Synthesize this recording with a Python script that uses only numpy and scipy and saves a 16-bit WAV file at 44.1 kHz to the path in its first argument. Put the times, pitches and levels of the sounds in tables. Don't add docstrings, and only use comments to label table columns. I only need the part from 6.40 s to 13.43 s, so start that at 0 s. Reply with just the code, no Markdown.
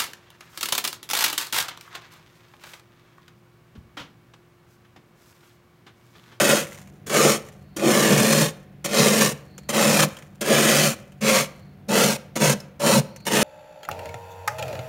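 import sys
import numpy as np
from scipy import signal
from scipy.fft import rfft, irfft, next_fast_len
from scipy.io import wavfile
from scipy.ndimage import uniform_filter1d, map_coordinates

SR = 44100
rng = np.random.default_rng(int(sys.argv[2]) if len(sys.argv) > 2 else 0)


def put_to_file(sound):
    columns = np.atleast_2d(sound).T
    safe = np.clip(columns, -1, 1)
    whole_steps = np.round(safe * 32767)
    wavfile.write(sys.argv[1], SR, whole_steps.astype(np.int16))


N = 310023
TIME = np.arange(N) / SR


def amp(db):
    return 10 ** (np.asarray(db) / 20)


def unit(x):
    return x / np.sqrt(np.mean(x ** 2) + 1e-20)


def along(points, hz):
    point_hz, values = np.transpose(points)
    return np.interp(np.log(hz + 1), np.log(point_hz + 1), values)


def wobble(rate_hz):
    knots = rng.standard_normal(int(N * rate_hz / SR) + 4)
    steps = np.arange(0, len(knots), 1 / 8)
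    return np.interp(TIME * rate_hz, steps, map_coordinates(knots, [steps]))


def filtered(x, response):
    size = 2 * next_fast_len(N // 2 + SR // 8)
    return irfft(rfft(x, size) * response(np.fft.rfftfreq(size, 1 / SR)), size)[:N]


def coloured(x, spectrum, size=4096):
    gain = amp(along(spectrum, np.fft.rfftfreq(size, 1 / SR)))
    cepstrum = irfft(np.log(gain))
    cepstrum[1:size // 2] *= 2
    cepstrum[size // 2 + 1:] = 0
    return signal.oaconvolve(x, irfft(np.exp(rfft(cepstrum))))[:N]


def resonance(x, hz, width_hz, gain_db=0):
    return amp(gain_db) * signal.lfilter(*signal.iirpeak(hz, hz / width_hz, SR), x)


# frequency_hz, relative_density_db
AIR_SPECTRUM = [(20, -33), (45, -13.5), (80, -2.5), (150, -2.5), (215, -7.5), (260, -11.5), (350, -13),
                (480, -18), (740, -20.5), (860, -26), (2200, -28.5), (3500, -36.5), (8000, -49),
                (16000, -42.5)]
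def room_air():
    return amp(-50) * unit(coloured(rng.standard_normal(N), AIR_SPECTRUM))


# frequency_hz, level_db
MOTOR_PARTIALS = [(96.9, -69), (145.3, -52.5), (193.8, -53), (274.5, -71.5), (737.5, -68.5)]
def motor_hum():
    return sum(amp(db) * np.sqrt(2) * np.sin(2 * np.pi * hz * TIME + 0.49 * wobble(2.1))
               for hz, db in MOTOR_PARTIALS)


# centre_s, level_db
HISS_SWELLS = [(1.29, -74), (3.19, -64.5), (5.16, -66), (6.82, -59)]
def thin_hiss(centre_hz=4330, width_hz=210, swell_s=.12):
    band = filtered(rng.standard_normal(N), lambda f: np.exp(-((f - centre_hz) / width_hz) ** 2 / 2))
    swells = sum(amp(db) * np.exp(-((TIME - s) / swell_s) ** 2 / 2) for s, db in HISS_SWELLS)
    return unit(band) * swells


# frequency_hz, t60_s
KITCHEN_DECAY = [(150, 0.51), (600, 0.69), (2500, 0.52), (8000, 0.31), (15000, 0.35)]
def kitchen(x, paths=5, path_s=.06):
    hz, t, noise = signal.stft(rng.standard_normal((paths, SR)), SR, nperseg=256)
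    decay = amp(-60 * t / along(KITCHEN_DECAY, hz)[:, None])
    tails = signal.istft(noise * decay, SR, nperseg=256)[1]
    path = (TIME / path_s).astype(int) % paths
    return sum(signal.fftconvolve(x * (path == k), tail / np.linalg.norm(tail))[:N]
               for k, tail in enumerate(tails))


def compartment(x, reflection=0.28, sway_s=0.0002, delays_s=(.0009, .0017, .0029, .0046)):
    echoes = sum(map_coordinates(x, [np.arange(N) - SR * (delay + sway_s * wobble(3))], order=3)
                 for delay in delays_s)
    return (x + reflection * echoes) / np.sqrt(1 + len(delays_s) * reflection ** 2)


def fractures(rate_hz, spread_db):
    snaps = (rng.random(N) < rate_hz / SR) * rng.choice([-1, 1], N)
    return unit(snaps * amp(spread_db * rng.standard_normal(N)))


# frequency_hz, relative_density_db
ICE_SPECTRUM = [(40, -34.5), (150, -22.5), (600, -14), (850, 0.5), (1100, -1), (1700, 0), (2800, -3),
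                (4800, -9), (6000, -3), (7400, -2.5), (8000, -10.5), (9000, -4.5), (10800, -12.5),
                (12500, -10), (16000, -15)]
def crackle(force):
    return unit(coloured(force, ICE_SPECTRUM))


def falling_powder(fade_s=0.1):
    spill = sum(amp(db) * (TIME > lift) * np.exp(-np.abs(TIME - lift) / fade_s)
                for _, lift, *_, db in PULLS)
    return spill * crackle(fractures(rate_hz=1100, spread_db=3.5) * amp(3.5 * wobble(90)))


# start_s, relative_level_db, ring_hz
CHIP_IMPACTS = [(0.2683, -26, 1960), (0.3207, -33, 1960), (0.345, -30.5, 2420), (0.375, -32.5, 2000),
                (0.4186, -37, 2000), (0.4727, -37.5, 2000), (1.0635, -35.5, 1970), (1.0859, -33.5, 1980),
                (3.1793, -26.5, 6900), (3.2325, -44.5, 2140), (3.768, -27.5, 3090), (3.787, -32, 1950),
                (3.823, -33.5, 2160), (4.72, -40.5, 3100), (6.2017, -26.5, 5150), (6.761, -27, 6000),
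                (6.802, -39.5, 2370)]
def falling_chips(attack_s=0.00048, decay_s=0.0066, ring_db=-4):
    sound, t = np.zeros(N), np.arange(SR // 10) / SR
    shatter = crackle(rng.standard_normal(N))
    burst = (1 - np.exp(-t / attack_s)) * np.exp(-t / decay_s)
    for start, db, hz in CHIP_IMPACTS:
        span = round(start * SR) + np.arange(len(t))
        ring = unit(resonance(shatter[span], hz, width_hz=350))
        sound[span] += amp(db - 11.5) * burst * (shatter[span] + amp(ring_db) * ring)
    return sound


def wall(force, strength, modes, pitch_hz, focus, roam_db, low_hz, high_hz):
    shake = np.zeros(N)
    for hz, width_hz, db in modes:
        detuning = np.log(hz / pitch_hz) / focus
        shake += resonance(force, hz, width_hz, db) * amp(roam_db * wobble(4.1)) / np.hypot(1, detuning)
    shake = unit(filtered(shake, lambda f: 1 / np.sqrt(1 + (f / high_hz) ** 12)))
    shake /= np.sqrt(np.abs(uniform_filter1d(shake ** 2, size=2600)) + 0.17)
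    return signal.sosfilt(signal.butter(8, low_hz, "high", fs=SR, output="sos"), shake * strength)


# frequency_hz, width_hz, relative_gain_db
BENDING_MODES = [(144, 4.4, -20), (152.1, 10.8, 5.5), (202, 9.8, -6.5), (217.7, 4.7, 3.5)]
def wall_boom(force, strength, sag_hz=17):
    pitch_hz = held([boom_hz for *_, boom_hz, _ in PULLS]) - sag_hz * descent() ** 2
    return amp(-2.5) * wall(force, strength, BENDING_MODES, pitch_hz,
                            focus=0.047, roam_db=2, low_hz=130.5, high_hz=222)


# frequency_hz, width_hz, relative_gain_db
LINER_MODES = [(331.5, 9.8, 6.5), (372.6, 16.7, 2), (441.5, 43, 2.5), (489, 10, 3.5), (538, 26, 5.5),
               (568.2, 12.4, 4), (673, 190, -10)]
def liner_rattle(force, strength, rise_hz=30):
    pitch_hz = held([rattle_hz for *_, rattle_hz, _, _ in PULLS]) + rise_hz * (descent() - .5)
    return amp(-1) * wall(force, strength, LINER_MODES, pitch_hz,
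                          focus=0.17, roam_db=4, low_hz=217, high_hz=764)


# frequency_hz, level_re_rasp_db
PATCH_MODES = [
    [(335, -8.5), (990, -15.5), (1400, -11)],
    [(335, -8.5), (1230, -9), (2040, -14.5), (6600, -10)],
    [(1735, -15)],
    [(5600, -15)],
    [(1000, -18.5), (1240, -14.5)],
    [(2450, -14)],
    [(2170, -8), (2550, -15), (4100, -16)],
    [(880, -11)],
    [(945, -10), (6550, -9)],
    [(932, -7), (9300, -13)],
    [(930, -10.5), (1830, -12), (2880, -12), (9150, -17)],
]
def wall_patches(force, quality=14):
    sound, drift = np.zeros(N), amp(2.5 * wobble(9))
    for (start, lift, *_), modes in zip(PULLS, PATCH_MODES):
        contact = (TIME >= start - .02) & (TIME < lift + .03)
        for hz, db in modes:
            sound[contact] += amp(db) * unit(resonance(force[contact], hz, hz / quality) * drift[contact])
    return sound


# frequency_hz, width_hz, relative_gain_db
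BLADE_MODES = [(1189, 15, 10), (1470, 130, -4), (2200, 270, -4), (2517, 210, 1.5), (3080, 310, -3),
               (4120, 1200, -2.5), (5370, 550, -4.5), (6550, 240, -15), (7410, 160, -11), (8470, 220, -0.5),
               (8970, 84, -13)]
def blade(force, ring_db=-8, grip_db=3):
    ring = sum(resonance(force, *mode) * amp(grip_db * wobble(7)) for mode in BLADE_MODES)
    return unit(crackle(force) + amp(ring_db) * unit(ring))


# centre_s, rattle_drive_db, boom_drive_db
RIDGES = [(.135, -18.5, -25), (.865, -13.5, -27), (1.44, -18, -29), (1.48, -15, -19), (1.715, -19.5, -12),
          (1.79, -40, -15.5), (2.01, -28, -19), (2.605, -25, -16.5), (2.675, -20, -27.5),
          (3.475, -29.5, -16.5), (3.655, -29, -21), (4.115, -17, -18.5), (4.845, -52, -18),
          (5.515, -27, -18.5), (6.015, -70, -20), (6.578, -22.5, -11.5), (6.635, -38, -33)]
def jolts(half_length_s=.017):
    return sum(np.outer(amp(wall_db) ** 2, np.exp(-((TIME - centre) / half_length_s) ** 2))
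               for centre, *wall_db in RIDGES)


# start_s, length_s, rasp_drive_db, wall_re_rasp_db
LUMPS = [(0.662, 0.026, -36, -3), (.695, .008, -26.5, -6), (1.363, 0.012, -29.5, 0),
         (1.394, .008, -29, 4.5), (1.922, .014, -19, -6), (2.442, .022, -24.5, -4), (2.806, .016, -16, -8),
         (3.182, .008, -50, 8), (3.287, .021, -23, -5), (3.590, .016, -14, -7), (3.618, .021, -15, -7),
         (4.008, 0.019, -26, -1.5), (5.954, 0.02, -27, -2), (6.852, .01, -36, -12),
         (6.862, .022, -23, -4.5)]
def bites(release_s=.007):
    power, t = np.zeros((3, N)), np.arange(SR // 10) / SR
    for start, length, db, wall_db in LUMPS:
        crush = np.minimum(t / (.3 * length), 1) * np.exp(-np.maximum(t - length, 0) / release_s)
        span = round(start * SR) + np.arange(len(t))
        power[:, span] += np.outer(amp([db, db + wall_db, db + wall_db]), crush) ** 2
    return power


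# start_s, lift_s, rest_s, speed_up_s, slow_down_s, slowing_loss_db, rasp_drive_db,
# rattle_re_rasp_db, boom_re_rasp_db, rattle_pitch_hz, boom_pitch_hz, powder_db
PULLS = [(-.15, .25, 0, .08, .145, 17.5, -19, -0.5, -5.5, 525, 214, -42),
         (.696, .979, 0.0093, 0.072, 0.087, 16, -19.5, 0, -2.5, 535, 207.5, -48.5),
         (1.38, 2.108, 0.026, 0.12, 0.094, 19.5, -20.5, 0, 1, 438, 205.5, -60),
         (2.46, 2.926, 0.044, 0.083, 0.1, 12.5, -19.5, -1.5, 0, 495, 204, -54),
         (3.3, 3.653, 0.025, 0.045, 0.073, 9.5, -19.5, -1, -1, 473, 204, -44),
         (4.02, 4.543, 0.021, 0.1, 0.1, 18, -18.5, -2, -2.5, 480, 214, -54),
         (4.811, 5.064, 0.0088, 0.09, 0.11, 21, -18.5, -1.5, -3, 520, 202.4, -55.5),
         (5.486, 5.762, 0.00084, 0.11, 0.14, 12, -18.7, -1, -1, 519, 209, -66),
         (5.96, 6.135, 0.032, 0.049, 0.076, 5.5, -19.5, 0, 3, 478, 216.7, -62),
         (6.398, 6.599, 0, 0.094, 0.094, 7, -19, 0.5, 0.5, 500, 204, -75),
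         (6.87, 7.2, 0.028, 0.06, .1, 17, -18.5, -2, -1.5, 500, 211, -55)]
def stroke_envelopes(touch_s=.008, resting_loss_db=15):
    power, depth = bites(), descent() - .5
    for start, lift, rest, rise, fall, slow_db, rasp_db, rattle_db, boom_db, *_ in PULLS:
        span = np.flatnonzero((TIME > start - .02) & (TIME < lift + .2))
        t = TIME[span]
        touch = np.clip((t - start) / touch_s + .5, 0, 1)
        slowing = np.clip(1 - (lift - t) / fall, 0, 1) ** 2
        # offset_db, attack_s, release_s; lower down, the wall rattles less and booms more
        layers = [(0, rise, .0062),
                  (rattle_db - 5 * depth[span], .96 * rise, .016),
                  (boom_db + 3 * depth[span], .96 * rise, .021)]
        for k, (offset_db, attack_s, release_s) in enumerate(layers):
            starting = np.clip(1 - (t - start - rest) / attack_s, 0, 1) ** 2
            level = amp(rasp_db + offset_db - resting_loss_db * starting - slow_db * slowing)
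            release = np.exp(-np.maximum(t - lift, 0) / release_s)
            power[k, span] += (level * touch * release) ** 2
    power[1:] += jolts()
    return np.sqrt(power)


def descent():
    return np.interp(TIME, [s for pull in PULLS for s in pull[:2]], [0, 1] * len(PULLS))


def held(values):
    return np.interp(TIME, [s for pull in PULLS for s in pull[:2]], np.repeat(values, 2))


def frost_hardness(crust_db=1.5, top_db=-1.7, bottom_db=0.77, loose_db=-12, crust_s=.015, lift_s=.03):
    course = []
    for start, lift, *_ in PULLS:
        course += [(start - crust_s, crust_db), (start, crust_db), (start + crust_s, top_db),
                   (lift, bottom_db), (lift + lift_s, loose_db)]
    lumps = bites()[0]
    return np.interp(TIME, *np.transpose(course)) - 2 * lumps / lumps.max()


def scraping(crossover_hz=4200):
    rasp, rattle, boom = stroke_envelopes()
    slips = amp(1.1 * wobble(420) + .8 * wobble(110) + .5 * wobble(30))
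    force = fractures(rate_hz=7000, spread_db=3) * slips
    crunch = compartment(blade(force))
    crunch += wall_patches(fractures(rate_hz=7000, spread_db=4) * slips)
    lows = filtered(crunch, lambda f: 1 / (1 + (f / crossover_hz) ** 4))
    tilt = amp(frost_hardness())
    crunch = lows / tilt + (crunch - lows) * tilt
    return amp(-1.07) * rasp * crunch + liner_rattle(force, rattle) + wall_boom(force, boom)


def scene():
    direct = scraping() + falling_powder() + falling_chips()
    return (direct + amp(-19) * kitchen(direct) + room_air() + motor_hum() + thin_hiss())[None]


def record(dry, ceiling=.78, top_hz=15900):
    rounded = dry[0] / (1 + np.abs(dry[0] / ceiling) ** 6) ** (1 / 6)
    return filtered(rounded, lambda hz: np.clip((top_hz - hz) / 400 + .5, 0, 1) ** 2)[None]


dry = scene()
out = record(dry)
put_to_file(out)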